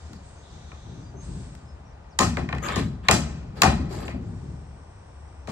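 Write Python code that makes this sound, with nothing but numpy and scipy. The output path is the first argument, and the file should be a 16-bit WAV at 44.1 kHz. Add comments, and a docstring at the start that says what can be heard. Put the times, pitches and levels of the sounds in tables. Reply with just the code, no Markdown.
"""In a horse trailer, the steel pin of a padded breech bar is knocked into the slotted wall bracket,
scraped along it and drawn out again. Each impact cracks, rings the bracket's modes, crosses the
aluminium panel as a bending wave and booms in the hollow body. Stick-slip friction makes the pin grate,
groan and squeal; the floor rumbles as weight shifts, amid faint rustles and hisses.
Outside the open ramp are a low steady drone, faint air and small birds."""
import sys
import numpy as np
from scipy import signal
from scipy.fft import rfft, irfft, next_fast_len
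from scipy.io import wavfile

SR = 44100
rng = np.random.default_rng(int(sys.argv[2]) if len(sys.argv) > 2 else 0)


def digitize_waveform(pressure):
    """Quantize a signal to 16-bit integers and store it at the path in sys.argv[1].

    Rows of a 2-D input are taken as channels; values are limited to [-1, 1].
    """
    field = np.atleast_2d(pressure).T
    bounded = np.clip(field, -1, 1)
    quanta = np.round(bounded * 32767).astype(np.int16)
    wavfile.write(sys.argv[1], SR, quanta)


N = 242991
TIME = np.arange(N) / SR
BANDS_HZ = 28 * 2 ** (np.arange(28) / 3)   # third-octave centres


def from_db(db):
    """Decibels to amplitude ratio."""
    return 10 ** (np.asarray(db) / 20)

def unit_rms(x):
    """Normalisation to unit power."""
    return x / np.sqrt(np.mean(x ** 2) + 1e-20)

def at_hz(rows, hz, column=1):
    """Interpolation of a table column over log frequency."""
    rows = np.array(rows)
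    return np.interp(np.log(hz + 1e-3), np.log(rows[:, 0]), rows[:, column])

def pan(db):
    """A level difference as left and right gains."""
    return from_db(np.array([[db], [-db]]) / 2)

def add(track, start, sound):
    """Superposition of a sound on a track, from a start in seconds."""
    at = int(start * SR)
    track[..., at:at + sound.shape[-1]] += sound[..., :N - at]

def wander(rate):
    """Random modulation: straight lines between `rate` Gaussian values a second."""
    return np.interp(TIME * rate, np.arange(12000), rng.standard_normal(12000))

def resonate(x, hz, width_hz):
    """Resonance: two second-order band-passes in cascade, each of this width."""
    r = np.exp(-np.pi * width_hz / SR)
    b, a = np.array([1, 0, -1]) * (1 - r * r) / 2, [1, -2 * r * np.cos(2 * np.pi * hz / SR), r * r]
    once = signal.lfilter(b, a, x + 1e-18)
    return signal.lfilter(b, a, once + 1e-18)

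def swells(rows, attack_s, t60, column=2):
    """Envelopes that rise, hold and decay exponentially, summed in power."""
    power = np.zeros(N)
    for row in rows:
        age = TIME - row[0]
        decay_db = 60 * np.maximum(age - row[1], 0) / t60
        power += (np.clip(age / attack_s, 0, 1) * from_db(row[column] - decay_db)) ** 2
    return np.sqrt(power)

def echoes(x, t60):
    """Diffuse reverberation: convolution with decaying stereo noise."""
    tail = rng.standard_normal((2, SR // 2)) * from_db(-60 * TIME[:SR // 2] / t60)
    return signal.fftconvolve(x[None], tail / np.linalg.norm(tail[0]), axes=1)[:, :N]

def coloured(bands, spectrum, shift_s):
    """Spectral shaping of band noise; a time shift decorrelates it from other uses."""
    mix = sum(float(from_db(at_hz(spectrum, hz))) * noise
              for hz, noise in zip(BANDS_HZ, bands) if hz < 2 * spectrum[-1][0])
    return np.roll(mix, int(shift_s * SR), axis=1)

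# The stereo field: (frequency [Hz], left over right [dB], coherence [0-1], left phase lead [rad])
STEREO = [(100, 3, 1, 0.25), (310, 4.5, 0.95, -0.36), (567, 13.5, 0.072, 0.5), (1000, 9, 0.15, 0.03),
          (1896, 1.5, 0.88, -1.43), (4300, 1.5, 0.042, -3), (9040, 0.5, 0.29, -0.8)]
def stereo_gain(hz):
    """Level and phase differences as complex left and right gains."""
    phase = at_hz(STEREO, hz, column=3) * np.array([[0], [1]])
    return pan(at_hz(STEREO, hz)).reshape(2, -1) * np.exp(-1j * phase)

def noise_bands(pan_share, ripple_db, spacing_hz, clusters=()):
    """Partly coherent stereo noise in bands; overlapping resonances ripple its spectrum."""
    size = next_fast_len(N)
    hz = np.arange(size // 2 + 1) * SR / size
    left, other = rfft(rng.standard_normal((2, size)))
    coherence = np.clip(at_hz(STEREO, hz, column=2), 0, .999)
    right = coherence * left + np.sqrt(1 - coherence ** 2) * other
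    right *= np.exp(-1j * at_hz(STEREO, hz, column=3))
    ripple = np.interp(hz / spacing_hz, np.arange(len(hz)), rng.standard_normal(len(hz)))
    ripple *= hz / (hz + 900) / (1 + (hz / 9000) ** 2)
    humps_db = sum(db * np.exp(-((hz - centre) / width) ** 2) for centre, width, db in clusters)
    pair = np.array([left, right]) * from_db(ripple_db * ripple + humps_db)
    band_index = np.interp(hz, BANDS_HZ, np.arange(len(BANDS_HZ)))
    bands, overlap_gain = [], np.sqrt(2 / 3)
    for k, centre in enumerate(BANDS_HZ):
        triangle = np.maximum(1 - abs(band_index - k), 0)
        band = unit_rms(irfft(pair * triangle, size)[:, :N])
        bands.append(band * overlap_gain * pan(pan_share * at_hz(STEREO, centre)))
    return bands


# Spectrum of the outdoor air: (frequency [Hz], band level [dB])
AIR_SPECTRUM = [(25, -74.5), (45, -57.5), (75, -56.5), (110, -56), (160, -60.5), (250, -66.5), (450, -64),
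                (800, -58.5), (1300, -64.5), (2200, -69), (3500, -74), (5700, -76), (6700, -77.5),
                (8300, -73.5), (10500, -98.5), (15000, -112)]
def air(bands):
    """Stationary broadband noise: the faint air outside."""
    return coloured(bands, AIR_SPECTRUM, shift_s=0)

def drone(hz=72.3, width_hz=16, db=-46.5):
    """Narrowband noise beats within itself: a low, wavering hum from far away."""
    hum = resonate(rng.standard_normal(N + SR), hz, width_hz)[SR:]
    return from_db(db) * unit_rms(hum) * pan(at_hz(STEREO, hz))

# Faint hisses: (time [s], duration [s], centre frequency [Hz], level [dB])
HISSES = [(0.224, 0.065, 8070, -61.5), (0.41, 0.52, 3660, -61.5), (0.477, 0.55, 6000, -64),
          (1.206, 0.22, 8070, -58.5), (4.3, 1.4, 5580, -71), (4.242, 1.14, 8140, -69.5)]
def hiss(width_hz=850):
    """Band-passed white noise swells and fades as soft, narrow hisses."""
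    out, white = np.zeros((2, N)), rng.standard_normal((2, N))
    for row in HISSES:
        noise = unit_rms(resonate(white, row[2], width_hz))
        out += swells([row], attack_s=0.035, t60=0.86, column=3) * noise
    return out

# Arched whistles: (time [s], pitch [Hz], glide [share of pitch], level [dB])
BIRD_WHISTLES = [(.34, 6350, .07, -58.5), (1.01, 4800, -0.027, -58.5), (1.155, 6360, 0.02, -49.5),
                 (1.645, 5170, -0.029, -57), (1.82, 5700, -.025, -59)]
# Falling sweeps: (time [s], middle pitch [Hz], level [dB])
BIRD_SWEEPS = [(.135, 4930, -56), (.475, 4950, -57), (1.9, 5200, -62), (2.018, 4970, -66),
               (2.09, 5450, -57)]
def birds(whistle_s=0.105, whistle_arch=0.035, sweep_s=0.053, sweep_glide=-0.56, warble=0.0085):
    """Frequency- and amplitude-modulated tones: birdsong, blurred by echoes from the yard."""
    song = np.zeros(N)
    notes = [(start, whistle_s, hz, glide, whistle_arch, db) for start, hz, glide, db in BIRD_WHISTLES]
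    notes += [(start, sweep_s, hz, sweep_glide, 0, db) for start, hz, db in BIRD_SWEEPS]
    for start, length, middle_hz, glide, arch, db in notes:
        progress = np.linspace(0, 1, int(length * SR))
        waver = np.interp(progress, np.linspace(0, 1, 40), rng.standard_normal(40))
        hz = middle_hz * (1 + glide * (progress - .5) - arch * (2 * progress - 1) ** 2 + warble * waver)
        tone = np.sin(2 * np.pi * np.cumsum(hz) / SR)
        add(song, start, from_db(db) * np.sin(np.pi * progress) * tone)
    song *= from_db(3 * wander(120))   # flutter
    return from_db(-5.5) * song + from_db(-8) * echoes(song, t60=0.23)

# Rustles of handling: (time [s], duration [s], level [dB])
HANDLING = [(-.05, 0.14, -52.5), (.2, 0.35, -56.5), (.48, 0.53, -57.5), (1.18, 0.25, -51),
            (4.17, 0.33, -60)]
# Their spectrum: (frequency [Hz], band level [dB])
RUSTLE_SPECTRUM = [(400, -16.5), (1500, -17.5), (2700, -16.5), (3700, -14), (5000, -10.5), (6500, -15),
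                   (8200, -2), (10500, -54.5), (15000, -56)]
def rustle(bands):
    """Amplitude-modulated treble noise: faint rustles of handling."""
    return swells(HANDLING, attack_s=0.057, t60=1.2) * coloured(bands, RUSTLE_SPECTRUM, shift_s=1.8)

# Weight shifting on the floor: (time [s], duration [s], level [dB])
FLOOR_LOADS = [(.49, 0.026, -45.5), (.83, 0.18, -38.5), (1.25, 0.13, -35), (2.45, 0.45, -35),
               (3.25, 0.95, -39), (3.68, 0.82, -35.5)]
# The floor's response: (frequency [Hz], band level [dB])
FLOOR_SPECTRUM = [(28, -50), (50, -9), (75, -11), (150, -6), (230, -15.5), (350, -18), (500, -27.5),
                  (1200, -39.5), (3000, -79.5)]
def floor(bands, rest_db=-57):
    """Forced vibration: shifting weight lifts the floor's rumble above its resting level."""
    load = from_db(rest_db) + swells(FLOOR_LOADS, attack_s=0.038, t60=0.87)
    return load * coloured(bands, FLOOR_SPECTRUM, shift_s=2)

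# Squeals of the pin:
# (time [s], duration [s], pitch [Hz], glide [share of pitch], roughness [0-1], level [dB])
PIN_SQUEALS = [(2.622, 0.055, 1200, -0.09, 0.45, -37), (2.622, 0.055, 6850, 0.05, 0.97, -41.5),
               (2.623, 0.06, 11500, -0.028, 0.9, -55.5), (2.71, 0.083, 3650, 0.13, 0.9, -43)]
def squeals(edge_s=0.0085, width_share=0.21):
    """Self-excited vibration: binding steel sings a gliding tone that roughness turns to a screech."""
    out = np.zeros((2, N))
    for start, length, hz, glide, rough, db in PIN_SQUEALS:
        t, rate = TIME[:int(length * SR)], width_share * hz
        cycles = np.cumsum(hz * (1 + glide * (t / length - .5))) / SR
        scatter = np.array([unit_rms(wander(rate)) + 1j * unit_rms(wander(rate)) for _ in range(2)])
        amplitude = np.sqrt(2 * (1 - rough ** 2)) + rough * scatter[:, :len(t)]
        tone = (amplitude * np.exp(2j * np.pi * cycles)).real
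        fade = np.clip(np.minimum(t, length - t) / edge_s, 0, 1)
        add(out, start, from_db(db) * pan(at_hz(STEREO, hz)) * tone * fade)
    return from_db(-1) * out + from_db(-5) * echoes(out[0], t60=0.24)

# Strokes of the pin along the slot: (time [s], duration [s], grit level [dB], groan level [dB])
STROKES = [(2.617, 0.17, -46, -33.5), (3.026, 0.12, -57, -45.5), (3.547, 0.093, -50.5, -48),
           (3.885, 0.17, -46, -47.5)]
# Resonances of the sliding contact: (frequency before bending [Hz], width [Hz], level [dB])
GROAN_PEAKS = [(597, 50, -5.5), (1170, 100, 0.5), (1437, 50, 1.5), (1900, 280, 4.5), (2600, 200, -2),
               (3100, 150, -4.5), (3700, 470, -2)]
# Spectrum of the grit: (frequency [Hz], band level [dB])
GRIT_SPECTRUM = [(100, -22.5), (350, 1.5), (480, -2.5), (750, -2.5), (1500, -13), (3000, -22.5), (4500, -7),
                 (6000, -18), (7400, -5), (9500, -24), (11500, -18.5), (15500, -52.5)]
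def scrape(bands, slips_per_s=1100, slip_s=0.0018, catches_per_s=70, start_ratio=0.89, sag_per_s=0.18):
    """Stick-slip friction: uneven jerks make grit and drive resonances that sag as the pin slows."""
    slips = (rng.random(N) < slips_per_s / SR) * from_db(-rng.standard_normal(N))
    slip_power = signal.lfilter([1], [1, -np.exp(-1 / (slip_s * SR))], slips ** 2 + 1e-18)
    patchy = [band * from_db(3.5 * wander(catches_per_s)) for band in bands]
    grit = unit_rms(np.sqrt(slip_power)) * coloured(patchy, GRIT_SPECTRUM, shift_s=1.0)
    jerks = slips * (rng.standard_normal(N) + rng.standard_normal((2, N)))
    bend, groan = np.ones(N), np.zeros((2, N))
    for start, length, *_ in STROKES:
        bend = np.where(TIME < start, bend, start_ratio - sag_per_s * np.minimum(TIME - start, length))
    for hz, width, db in GROAN_PEAKS:
        tone = unit_rms(resonate(jerks, hz, 2 * width))
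        pitch_ratio = bend * (1 + 0.039 * wander(catches_per_s))
        read_at = np.cumsum(pitch_ratio) % (N - 1)
        bent = np.array([np.interp(read_at, np.arange(N), side) for side in tone])
        groan += from_db(db + wander(catches_per_s)) * pan(at_hz(STEREO, hz)) * bent
    grit_gain, groan_gain = (swells(STROKES, attack_s=0.029, t60=0.32, column=c) for c in (2, 3))
    return grit_gain * grit + groan_gain * unit_rms(groan)

# Steel striking bracket and wall: (time [s], force [dB], treble tilt [dB/octave], crack [dB],
# bracket ring [dB], bending wave [dB], favoured frequency [Hz])
STEEL_BLOWS = [(0.1307, -41.5, 0.5, 8, -1, 8, 4250), (0.716, -36, -19, 8.5, -0.5, 2, 1200),
               (1.55, -50, 1.5, 13, 0, -7, 6200), (2.1879, -7.5, -1, 9.5, 2.5, -2, 6300),
               (2.2, -5.5, -4, -15, 3.5, -15, 1060), (2.207, -13, 2.5, -3, -2, -6, 6400),
               (2.369, -17.5, -6.5, 4.5, 0, 6.5, 1800), (2.488, -23, -10, 7, 3.5, -0.5, 1850),
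               (2.5256, -17.5, -14, 8.5, 0, 0.5, 1950), (2.548, -29.5, -4, 5, -6, 8, 1500),
               (2.582, -39.5, -5, 16, 5, 0, 7000), (2.685, -18, -7.5, 6, 1, -3, 3970),
               (2.758, -17, 1, -3, 4, -3, 3430), (3.0843, -3.5, -5.5, 12.5, 5, 1, 2910),
               (3.099, -9.5, -8, -5, 0.5, 1.5, 670), (3.11, -4, 1, 5.5, -10, -4, 6670),
               (3.6181, -5.5, 0.5, 11.5, 2, -3.5, 1180), (3.632, -1.5, -4.5, 5, 3, -14, 810),
               (3.67, -10.5, -15, -13, -0.5, 0, 335), (4.0789, -22, -7.5, 4, -7, 2, 2200),
               (5.4725, -25, -2, -1.5, -8, 3.5, 444), (5.487, -25.5, -2, -8, 0, 1, 905)]
# Soft, heavy bumps against the body: (time [s], force [dB])
SOFT_BLOWS = [(0.093, -25), (1.138, -19.5), (2.206, -8), (2.371, -7.5), (2.761, -4.5), (2.808, -15.5),
              (3.791, -11.5), (4.143, -13.5), (5.475, -15)]
def blows(hz, treble_hz=2370, soft_hz=361, favour_db=5.5, favour_octaves=0.31):
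    """Contact shapes the force spectrum: (time [s], force [dB], crack [dB], ring [dB]) at hz."""
    treble_octaves = max(np.log2(hz / treble_hz), 0)
    hits = []
    for start, db, tilt, crack_db, ring_db, _, favoured_hz in STEEL_BLOWS:
        # a sharp edge tilts the treble up, a glancing touch down; the spot struck favours one range
        spot_db = favour_db * np.exp(-(np.log2(hz / favoured_hz) / favour_octaves) ** 2)
        hits.append((start, db + treble_octaves * tilt + spot_db, crack_db, ring_db))
    soft_loss_db = 16.5 * max(np.log2(hz / soft_hz), 0)   # soft contacts drive only the lows
    return hits + [(start, db - soft_loss_db, 13.5, 0.5) for start, db in SOFT_BLOWS]

# Spectrum of the panel's bending wave: (frequency [Hz], level [dB])
BENDING_SPECTRUM = [(50, -18), (130, -19.5), (400, -20.5), (800, -17), (2700, -26)]
def bending_wave(top_hz=2691.4, two_octaves_s=0.0125, rough_db=4.0):
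    """Dispersion: highs cross the panel first, so each steel blow arrives as a falling thunk."""
    out, t = np.zeros((2, N)), TIME[:SR // 10]
    hz = top_hz / (1 + t / two_octaves_s) ** 2
    envelope = from_db(at_hz(BENDING_SPECTRUM, hz)) * (1 - t / t[-1])
    chirp = stereo_gain(hz) * envelope * np.exp(2j * np.pi * np.cumsum(hz) / SR)
    for (start, db, *_, wave_db, _), turn in zip(STEEL_BLOWS, rng.random(len(STEEL_BLOWS))):
        add(out, start, (from_db(db + wave_db) * chirp * np.exp(2j * np.pi * turn)).real)
    return out * from_db(rough_db * wander(300))

# Modes of the body (lowest four), bracket and bar: (frequency [Hz], level [dB], T60 [s])
MODES = [(75.1, -19.5, 1), (208.5, -22, 0.4), (349.5, -27, 0.35), (543, -32, 0.27), (585, -31, 0.3),
         (695, -27, 0.24), (768, -19.5, 0.191), (850, -21, 0.13), (890, -24.5, 0.13), (936, -30.5, 0.13),
         (1047, -17, 0.15), (1130, -17, 0.14), (1196, -23, 0.16), (1260, -23.5, 0.19), (1436, -24, 0.19),
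         (1514, -29, 0.21), (1810, -25, 0.24), (1840, -34, 0.18), (2342, -30, 0.27), (2412, -26.5, 0.24),
         (2790, -29, 0.18), (3100, -34.5, 0.18), (4200, -20, 0.078), (5170, -16.5, 0.036),
         (6840, -12, 0.04)]
def bracket_ring(modes_db=-4.0, spread_db=2.5, build_cycles=6):
    """Damped free vibration: each blow rings the same modes with its own strengths and phases."""
    out, t = np.zeros((2, N)), TIME[:SR // 2]
    for hz, db, t60 in MODES:
        envelope = from_db(db + modes_db - 60 * t / t60) * (1 - np.exp(-t * hz / build_cycles))
        ring = stereo_gain(hz) * envelope * np.exp(2j * np.pi * hz * t)
        for start, force_db, _, ring_db in blows(hz):
            size, turn = rng.standard_normal(2)
            gain = from_db(force_db + ring_db + spread_db * size)
            add(out, start, (gain * ring * np.exp(2j * np.pi * turn)).real)
    return out

# The first crack of steel on steel: (frequency [Hz], band level [dB])
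CRACK_SPECTRUM = [(60, -62), (350, -39), (700, -26.5), (1100, -23.5), (1900, -15.5), (4000, -17),
                  (7000, -16.5), (10500, -24), (15000, -22.5)]
# The wall panel and the space behind it: (frequency [Hz], band level [dB], T60 [s])
PANEL = [(30.35, -58.5, 0.57), (49, -38.5, 0.81), (67.4, -25, 0.87), (90.8, -29.5, 0.56),
         (123.8, -25.5, 0.85), (218, -20.5, 0.54), (272, -26, 0.5), (422, -25.5, 0.13), (651, -23, 0.29),
         (1043, -24, 0.23), (2500, -25, 0.29), (3350, -28.5, 0.32), (4410, -23.5, 0.29), (7110, -25, 0.29),
         (11200, -35, 0.25), (15500, -47, 0.2)]
def knocks(bands, travel_s=0.0018, contact_s=0.0015, crack_t60=0.017, echo_s=0.023,
           tail_db=-18.0, tail_t60=0.83, dull_hz=10000, rattles_per_s=140):
    """Impulse response: a crack, then the panel's dense modes build up, rattle and reverberate."""
    out, t = np.zeros((2, N)), TIME[:SR * 5 // 4]
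    reflected = from_db(np.interp(t, [echo_s / 2, echo_s], [-5, 0]))   # the far wall's echo returns
    shared_rattle_db = -0.13 * wander(rattles_per_s)   # loose fittings shake the ring
    for hz, noise in zip(BANDS_HZ, bands):
        slowness = np.sqrt(1000 / hz)   # of bending waves, relative to 1 kHz
        age = np.maximum(t - travel_s * slowness, 0)
        early = age[:SR // 10]
        crack = from_db(at_hz(CRACK_SPECTRUM, hz) - 60 * early / (crack_t60 * np.sqrt(slowness)))
        crack *= 2 * (1 - np.exp(-early / contact_s))
        build_s = 0.0011 + 0.00155 * slowness
        swell = reflected * (1 - np.exp(-age / build_s))
        decay = from_db(-60 * age / at_hz(PANEL, hz, column=2))
        tail = from_db(tail_db - 60 * age / tail_t60 * (1 + (hz / dull_hz) ** 4))
        panel_power = (from_db(at_hz(PANEL, hz)) * swell) ** 2 * (decay ** 2 + tail ** 2)
        ring_power, crack_power = np.zeros((2, N))
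        for start, force_db, crack_db, _ in blows(hz):
            add(ring_power, start, from_db(force_db) ** 2 * panel_power)
            add(crack_power, start, (from_db(force_db + crack_db) * crack) ** 2)
        rattle_db = shared_rattle_db + 1.46 * wander(rattles_per_s)
        shake = from_db(rattle_db * min(1 / slowness, 1))   # the lows stay steadier
        out += np.sqrt(ring_power * shake ** 2 + crack_power) * noise
    return out

# Where the panel's modes crowd or thin out: (frequency [Hz], width [Hz], gain [dB])
MODE_CLUSTERS = [(1130, 130, 7), (1858, 110, 9.5), (2400, 98, 0.5), (5750, 93, -4), (7610, 600, 4.5)]
def scene():
    """Superposition of the bar and trailer close by and the yard beyond."""
    near = noise_bands(pan_share=0.71, ripple_db=6.0, spacing_hz=43.78, clusters=MODE_CLUSTERS)
    far = noise_bands(pan_share=0.29, ripple_db=2.5, spacing_hz=110)
    bar = knocks(near) + bending_wave() + bracket_ring() + scrape(near) + squeals()
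    return air(far) + drone() + birds() + hiss() + rustle(far) + floor(near) + bar

def record(dry, cutoff_hz=15900):
    """Soft saturation rounds the highest peaks; a steep low-pass cuts the top."""
    lowpass = signal.ellip(10, .2, 80, cutoff_hz, fs=SR, output="sos")
    return signal.sosfilt(lowpass, np.tanh(dry))


dry = scene()
out = record(dry)
digitize_waveform(out)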